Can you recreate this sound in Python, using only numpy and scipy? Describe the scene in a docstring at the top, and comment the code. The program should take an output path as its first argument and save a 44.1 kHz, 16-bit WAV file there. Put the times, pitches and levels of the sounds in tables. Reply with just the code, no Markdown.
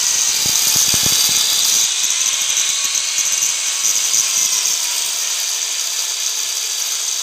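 """An angle grinder bites deep into a plastered wall, lifts off and speeds up, then is eased in again.
Outdoors, the microphone at arm's length, the tool drifting from about 0.7 m to just over 1 m away.
Grit scrapes and rings the disc, the bevel gears whine, the fan rushes; the wall reflects these.
Under light load the gears rattle in their play. During the first, deeper cut, flying crumbs of
plaster thump the microphone, and the fan's draught buffets it faintly."""
import sys
import numpy as np
from scipy import signal
from scipy.fft import rfft, irfft, next_fast_len
from scipy.io import wavfile
from scipy.ndimage import map_coordinates

SR = 44100
rng = np.random.default_rng(int(sys.argv[2]) if len(sys.argv) > 2 else 0)


def file_out(sig):
    """Save sig as 16-bit WAV at sys.argv[1]."""
    # one column per channel
    cols = np.atleast_2d(sig).T
    # limit, then scale
    lim = np.clip(cols, -1, 1)
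    pcm = np.round(lim * 32767).astype(np.int16)
    wavfile.write(sys.argv[1], SR, pcm)


N = 318402

# how hard the disc bites (deep cut, lifted off, lighter cut): t/s, level/dB
BITE = [(0, -5), (.3, -3.5), (.6, 3), (1.1, 2), (1.5, -0.5), (1.8, 1), (1.91, -18), (3.5, -16),
        (3.85, -8.5), (4.6, -4.5), (5.1, -1), (5.75, -4.5), (6.05, -1.5), (6.3, -4), (6.95, -1),
        (7.22, -4.5)]
# rotor speed, sagging under load: t/s, f/Hz
ROTOR_SPEED = [(0, 490), (.5, 449), (.95, 431), (1.3, 426), (1.67, 440), (2.0, 497), (2.42, 547),
               (2.62, 558), (3.0, 555), (3.4, 561), (4.0, 551), (4.4, 527), (5.0, 473), (5.5, 450),
               (6.15, 432), (6.6, 430), (7.02, 412), (7.22, 416)]
# spectrum of grit scraping in the groove: f/Hz, level/dB
SCRAPE_SPECTRUM = [(100, -29), (400, -3), (800, 5), (1400, 10.5), (1900, -12.5), (3500, 9), (5400, 18.5),
                   (7100, 17.5), (8800, -27), (9800, 0.5), (11300, -13), (13000, -2), (14000, -3),
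                   (15500, -33)]
# spectrum of a stone chip's tick: f/Hz, level/dB
CHIP_SPECTRUM = [(1000, -22), (4000, 5), (6500, 12), (8600, -2), (9800, 4.5), (11300, -13), (13000, -2),
                 (15500, -5)]
# upper modes of the cutting disc: f/Hz, width/Hz, level/dB
DISC_MODES = [(8200, 90, -13), (8920, 45, 1.5), (9550, 91, -1), (9980, 300, -5), (10640, 55, 5),
              (11600, 50, -6), (11740, 80, 3), (12530, 150, 3.5), (12960, 160, 3), (13600, 220, -3),
              (14400, 130, 2.5), (14950, 150, 1.5), (15400, 120, -7)]
# the disc's singing mode comes and goes as it shifts in the groove: t/s, level/dB
DISC_SING = [(0, -44), (.9, -33.5), (1.7, -35), (3.4, -39), (3.9, -38), (5.2, -30.5), (5.45, -44),
             (6.5, -47), (7.1, -33)]
# disc and gear-case resonances that swell the gear whine: f/Hz, width/Hz, level/dB, roughness/ratio
WHINE_RESONANCES = [(4696, 190, 0.5, 0.19), (5650, 484, 9.5, 2.62), (6163, 130, 11.5, .6)]
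# modes of the gear case: f/Hz, width/Hz, level/dB
CASE_MODES = [(5830, 233, 0), (6190, 170, 5.5), (6523, 140, 3.5), (6880, 280, -3), (7250, 266, -7.5)]
# upper modes of the case, a knock's bright edge: f/Hz, width/Hz, level/dB
EDGE_MODES = [(11840, 180, -2), (12050, 450, -4.5), (13200, 400, -1), (13300, 400, -5), (14600, 250, -14)]
# jolt of the whole tool: f/Hz, width/Hz, level/dB
JOLT_MODES = [(150, 210, 0)]
# bouts of gear rattle: t/s, length/s, level/dB
RATTLE_BOUTS = [(1.658, .06, -23), (1.721, .135, -10), (2.032, .027, -8), (2.103, .009, -7.5),
                (2.205, .018, -9.5), (2.259, .036, -10), (2.329, .018, -12), (2.348, 0.13, -22),
                (2.409, .018, -12), (2.491, .018, -9), (2.567, .05, -9), (2.621, .063, -23),
                (2.689, .018, -9.5), (2.71, 0.062, -24), (2.843, .018, -10), (2.948, .018, -8.5),
                (2.976, .009, -5.5), (3.059, 0.11, -26), (3.18, .036, -8.5), (3.251, .036, -10.5),
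                (3.321, 0.026, -9.5), (3.376, .009, -8), (3.417, .054, -9.5), (3.488, .018, -10.5),
                (3.662, .027, -14), (3.753, .085, -22), (3.836, .081, -9), (3.953, .033, -8.5),
                (4.002, 0.099, -15.5), (4.133, .085, -7.5), (4.226, 0.13, -20), (4.358, .108, -9.5),
                (4.522, .063, -13.5), (4.65, .1, -12.5)]
# spectrum of the fan's rush: f/Hz, level/dB
FAN_SPECTRUM = [(60, -42), (200, -23), (450, -14), (1000, -8), (1900, -7), (2500, -1), (4000, 3),
                (5400, -0.5), (6400, 3.5), (8000, 4.5), (8750, -2), (9300, -13), (11300, -15.5),
                (15500, -23)]
# modes of the motor housing: f/Hz, width/Hz, level/dB
HOUSING_MODES = [(484, 100, -10), (967, 210, -7), (1386, 350, -3), (1630, 390, -1.5), (2185, 73, 5),
                 (2440, 69, 9), (3066, 205, 6)]
# air whirled between disc and guard: t/s, f/Hz, relative level/dB
GUARD_AIR = [(0, 3810, -39), (.35, 3940, -27), (.65, 3590, -28.5), (1.5, 3724, -20), (2.15, 3666, -26),
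             (2.47, 3440, -24), (2.8, 3900, -24.5), (3.15, 4278, -27.5), (3.5, 3510, -42), (4.0, 3380, -30),
             (5.4, 3600, -27.5), (7.22, 3606, -26)]
# hollow rush of the vents: t/s, relative level/dB
VENT_AIR = [(0, -34), (1.1, -43), (2.1, -41), (2.7, -52), (4.1, -41), (4.9, -38), (5.5, -51), (7.22, -52)]
# resonances of the gap between guard and wall: f/Hz, width/Hz, level/dB
GAP_MODES = [(450, 45, 0), (684, 26, 1), (1020, 70, -1)]
# the gap's hollow tones, rising as the guard nears the wall: t/s, level/dB
GAP_LEVEL = [(0, -55), (1.8, -50), (2.4, -70), (4.5, -49), (5.3, -46), (7.22, -46)]
# rotor hum at top speed: multiple of rotor speed, level/dB
HUM_HARMONICS = [(2, -46), (4, -42.5), (5, -42.5), (6, -44), (7, -44)]
# crumbs landing on the microphone: t/s, relative level/dB, f/Hz
CRUMB_HITS = [(.459, -15.5, 110), (.494, -21.5, 130), (0.671, -25, 150), (.761, -16, 130), (.882, -23, 120),
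              (.941, -11, 95), (1.033, -20, 100), (1.063, -10, 115), (1.123, -19, 125), (1.292, -19.5, 131)]
# reflection off the wall as the microphone moves: t/s, delay/ms, gain/ratio
WALL_ECHO = [(0, 2.65, 0.24), (1.5, 2.25, 0.066), (2.5, 3.3, 0.21), (4.6, 3, 0.15), (5.4, 2.98, 0.14),
             (7.22, 3.05, 0.14)]
# from grinder to microphone: t/s, distance/m
DISTANCE = [(0, 0.68), (.8, 0.65), (2.2, 0.74), (3.2, 0.79), (4.4, 0.81), (5.4, 0.99), (7.22, 1.15)]

FREE_SPEED_HZ, CUT_SPEED_HZ = 575, 436  # rotor turns a second, unloaded and cutting
PINION_TEETH, CROWN_TEETH = 11, 36
MAINS_HZ = 50


def cutting(speed, bounce, ripple):
    """Grains break off the wall, hardest at each bounce; they scrape, tick and set the disc ringing."""
    bite_db = curves(BITE)[0] + 1.2 * wobble(22)  # the plaster is unevenly hard
    seated_db = -7  # beyond this bite the contact levels off
    contact_db = -10 * np.log10(1 + amp(seated_db - bite_db) ** 2)
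    pressure = amp(2.4 * bounce + 1.1 * ripple + 1.8 * bounce * ripple + 1.5 * wobble(50))
    grit = unit(coloured(impacts(rate=9000, scatter_db=3), SCRAPE_SPECTRUM))
    scrape = amp(-28.5 + 0.49 * bite_db) * grit
    ring = stiffened(disc_ring(bite_db, contact_db), speed)
    return pressure * (scrape + ring) + chips(bite_db, contact_db)


def disc_ring(bite_db, contact_db):
    """Grit rings the disc: the upper modes follow the bite, the low pair and the singing the contact."""
    upper = amp(-33.5 + bite_db) * unit(rung(impacts(rate=5000, scatter_db=3.5), DISC_MODES))
    low_pair = unit(rung(impacts(rate=2500, scatter_db=5), [(4716, 195, 6.5), (4854, 230, 3)]))
    sing = band(np.full(N, 8390), width_hz=60) + amp(-17) * band(np.full(N, 14990), width_hz=130)
    return upper + amp(contact_db) * (amp(-29.5) * low_pair + amp(curves(DISC_SING)[0]) * sing)


def stiffened(ring, speed):
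    """Spin stiffens the disc, so its ringing rises with speed."""
    rise = 1 + 0.04 * ((speed / CUT_SPEED_HZ) ** 2 - 1)
    return map_coordinates(ring, [np.cumsum(rise)], order=5, mode="mirror")


def chips(bite_db, contact_db):
    """A chip cracks off at once and crumbles within a few milliseconds."""
    crumble = decay(np.arange(SR // 50) / SR, t60_s=0.014)
    bursts = signal.fftconvolve(np.abs(impacts(rate=49, scatter_db=6.5)), crumble)[:N]
    ticks = unit(coloured(bursts * rng.standard_normal(N), CHIP_SPECTRUM))
    return amp(-32.5 + 0.62 * bite_db + contact_db) * ticks


def load(speed):
    """The disc bounces on every second turn; the torque ripples twice a mains cycle."""
    disc_hz = speed * PINION_TEETH / CROWN_TEETH
    bounce = np.sin(phase(disc_hz / 2))
    ripple = np.sin(phase(np.full(N, 2 * MAINS_HZ)))
    return bounce, ripple


def gear_chatter(speed, bounce, ripple):
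    """The teeth chatter against the case, louder as the torque grows."""
    torque_db = 20 * np.log10((FREE_SPEED_HZ - speed) / (FREE_SPEED_HZ - CUT_SPEED_HZ))
    level_db = -23.5 + 0.25 * torque_db + 0.36 * wobble(13)
    taps = impacts(rate=1400, scatter_db=6) * amp(0.6 * bounce + 0.41 * ripple + 1.6 * bounce * ripple)
    return amp(level_db) * unit(rung(taps, CASE_MODES))


def gear_whine(speed):
    """The meshing teeth whine, loudest as the pitch sweeps through a disc or gear-case resonance."""
    mesh_hz = PINION_TEETH * speed
    line = np.sqrt(2) * np.sin(phase(mesh_hz))
    rasp = band(mesh_hz, width_hz=300)
    resonant = np.zeros(N)
    for hz, width, db, rough in WHINE_RESONANCES:
        swell = 1 / (1 + (2 * (mesh_hz - hz) / width) ** 4)
        resonant += swell * rung(line + rough * rasp, [(hz, width, db)]) / np.hypot(1, rough)
    resonant_db = -34.5 + 0.58 * curves(BITE)[0] + 2 * wobble(30)
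    return amp(resonant_db) * resonant + amp(-44) * line


def gear_rattle():
    """Lightly loaded teeth knock across their play: each skid rings the case and jolts the tool."""
    gap_s, jitter_s = 0.009, 0.0008
    chance = rng.standard_normal((len(RATTLE_BOUTS), 24, 3))
    knocks = []
    for (start, length_s, db), draws in zip(RATTLE_BOUTS, chance):
        count = max(1, round(length_s / gap_s))
        for k, (late, hard, bright) in enumerate(draws[:count]):
            onset = start + k * gap_s + min(k, 1) * jitter_s * late
            balance_db = np.array([-3.5, -21 + 3 * bright, -32 + 3 * bright])  # case, edge, jolt
            knocks.append((onset, amp(db + 0.9 * hard + balance_db)))
    t = np.arange(SR // 30) / SR
    tap = signal.unit_impulse(len(t))
    bodies = np.array([rung(tap, modes) for modes in (CASE_MODES, EDGE_MODES, JOLT_MODES)])
    fade = decay(t, t60_s=0.025) * (1 - np.exp(-t / 0.00021))
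    out = np.zeros(N + SR)
    for onset, gains in knocks:
        skid = rng.standard_normal((3, len(t))) * fade
        rings = signal.fftconvolve(skid, bodies, axes=1)
        rings *= np.sqrt(SR * 0.0033) / np.linalg.norm(rings, axis=1, keepdims=True)  # equal energy
        out[round(onset * SR):][:rings.shape[1]] += gains @ rings
    return out[:N]


def motor(speed, ripple):
    """Air rushes through fan, guard, vents and wall gap; brushes ring the housing; the rotor hums."""
    speed_db = 20 * np.log10(speed / CUT_SPEED_HZ)
    brush_db = -35 + 0.55 * speed_db + 2 * wobble(12) + 1.7 * ripple
    fan_db = -26 + 0.43 * speed_db + 0.57 * wobble(14)
    guard_hz, guard_db = curves(GUARD_AIR)
    fan = amp(fan_db) * unit(coloured(rng.standard_normal(N), FAN_SPECTRUM))
    brushes = amp(brush_db) * unit(rung(rng.standard_normal(N), HOUSING_MODES))
    guard = amp(guard_db - 4.5) * band(guard_hz, width_hz=850)
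    vents = amp(curves(VENT_AIR)[0] - 10.5) * band(2 * speed, width_hz=130)
    gap = amp(curves(GAP_LEVEL)[0]) * unit(rung(rng.standard_normal(N), GAP_MODES))
    hum = sum(amp(db + 2.6 * wobble(5)) * tone(order * speed, rough=0.65, width_hz=50)
              for order, db in HUM_HARMONICS)
    hum *= (speed / speed.max()) ** 2.9  # falls away quickly as the rotor slows
    return fan + brushes + guard + vents + gap + hum


def crumbs():
    """Each crumb gives the microphone a tick and a low swing; dust patters in a deep, close cut."""
    t = np.arange(SR // 20) / SR
    fade = decay(t, t60_s=0.018) * (1 - np.exp(-t / 0.000072))
    thumps = np.zeros(N + SR)
    for start, db, hz in CRUMB_HITS:
        swing = np.cos(2 * np.pi * hz * t + 0.36) * fade
        thumps[round(start * SR):][:len(t)] += amp(db + 5.5) * swing
    dust = unit(rung(impacts(rate=160, scatter_db=4), [(166, 330, 0)]))
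    spray_db = np.minimum(curves(BITE)[0] + 2 * spreading_db() - 3.5, 0)
    return thumps[:N] + amp(-42.5 + 4.05 * spray_db) * dust


def wall(x):
    """The wall sends back a late copy, which combs the sound differently as the microphone moves."""
    delay_ms, gain = curves(WALL_ECHO)
    echo = map_coordinates(x, [np.arange(N) - delay_ms * SR / 1000])
    return (x + gain * echo) / np.sqrt(1 + gain ** 2)


def draught(speed):
    """The fan's air buffets the microphone in gusts, more when the grinder is near and fast."""
    level_db = -77 + 1.4 * spreading_db() + 20 * np.log10(speed / CUT_SPEED_HZ) + 8 * wobble(11)
    return amp(level_db) * unit(rung(rng.standard_normal(N), [(156, 110, 0)]))


def spreading_db():
    """Level at the microphone's distance, against 1 m."""
    return -20 * np.log10(curves(DISTANCE)[0])


def amp(db):
    """Decibels to gain."""
    return 10 ** (np.asarray(db) / 20)


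def unit(x):
    """Scale to rms 1."""
    return x / np.sqrt(np.mean(x ** 2) + 1e-20)


def decay(t, t60_s):
    """A fade that loses 60 dB in t60_s."""
    return amp(-60 * t / t60_s)


def curves(rows):
    """One value per sample for each column after the time."""
    times, *columns = np.transpose(rows)
    return [np.interp(np.arange(N) / SR, times, column) for column in columns]


def wobble(rate):
    """A smooth random curve, rate knots a second."""
    knots = rng.standard_normal(int(N * rate / SR) + 4)
    fine = np.linspace(0, len(knots) - 1, 10 * len(knots))
    return np.interp(np.arange(N) * rate / SR, fine, map_coordinates(knots, [fine]))


def filtered(x, response):
    """x through a complex response of frequency."""
    size = next_fast_len(len(x) + SR // 2)
    return irfft(rfft(x, size) * response(np.fft.rfftfreq(size, 1 / SR)), size)[:len(x)]


def highpass(x, edge_hz):
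    """A steep low cut."""
    return filtered(x, lambda hz: hz ** 4 / (hz ** 4 + edge_hz ** 4))


def coloured(x, spectrum):
    """x shaped by points (f/Hz, level/dB) on a log axis."""
    f, db = np.transpose(spectrum)
    return filtered(x, lambda hz: amp(np.interp(np.log(hz + 1), np.log(f), db)))


def rung(x, modes):
    """x through resonances (f/Hz, width/Hz, level/dB) of alternating sign."""
    def response(f):
        f = f.astype(np.float32)
        return 1j * f * sum(float((-1) ** k * amp(db) * width) / (hz * hz - f * f + 1j * width * f)
                            for k, (hz, width, db) in enumerate(modes))
    return filtered(x, response)


def phase(hz):
    """Angle of something turning at hz."""
    return 2 * np.pi * np.cumsum(hz) / SR


def band(hz, width_hz):
    """A noise band of rms 1 whose centre can move."""
    turn = phase(hz)
    return unit(wobble(width_hz) * np.cos(turn) + wobble(width_hz) * np.sin(turn))


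def impacts(rate, scatter_db):
    """Random impulses of uneven size, rate a second."""
    hits = rng.random(N) < rate / SR
    return hits * amp(scatter_db * rng.standard_normal(N)) * rng.choice([-1, 1], N)


def tone(hz, rough, width_hz):
    """A line of rms 1 with a noisy skirt."""
    return unit(np.sqrt(2) * np.sin(phase(hz)) + rough * band(hz, width_hz))


def scene():
    """The grinder at the wall, drifting away from one microphone at arm's length."""
    speed = curves(ROTOR_SPEED)[0] + 0.5 * wobble(14)
    bounce, ripple = load(speed)
    tool = motor(speed, ripple) + cutting(speed, bounce, ripple)
    tool += gear_chatter(speed, bounce, ripple) + gear_whine(speed)
    airborne = wall(highpass(amp(spreading_db()) * tool, edge_hz=194))
    on_microphone = highpass(crumbs() + draught(speed), edge_hz=39)
    return (airborne + on_microphone + highpass(gear_rattle(), edge_hz=76))[None]


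def record(dry):
    """The microphone rounds off the highest peaks and keeps nothing above its band limit."""
    ceiling, top_hz = 0.85, 15550
    rounded = dry[0] / (1 + np.abs(dry[0] / ceiling) ** 6) ** (1 / 6)
    return filtered(rounded, lambda hz: hz < top_hz)[None]


dry = scene()
out = record(dry)
file_out(out)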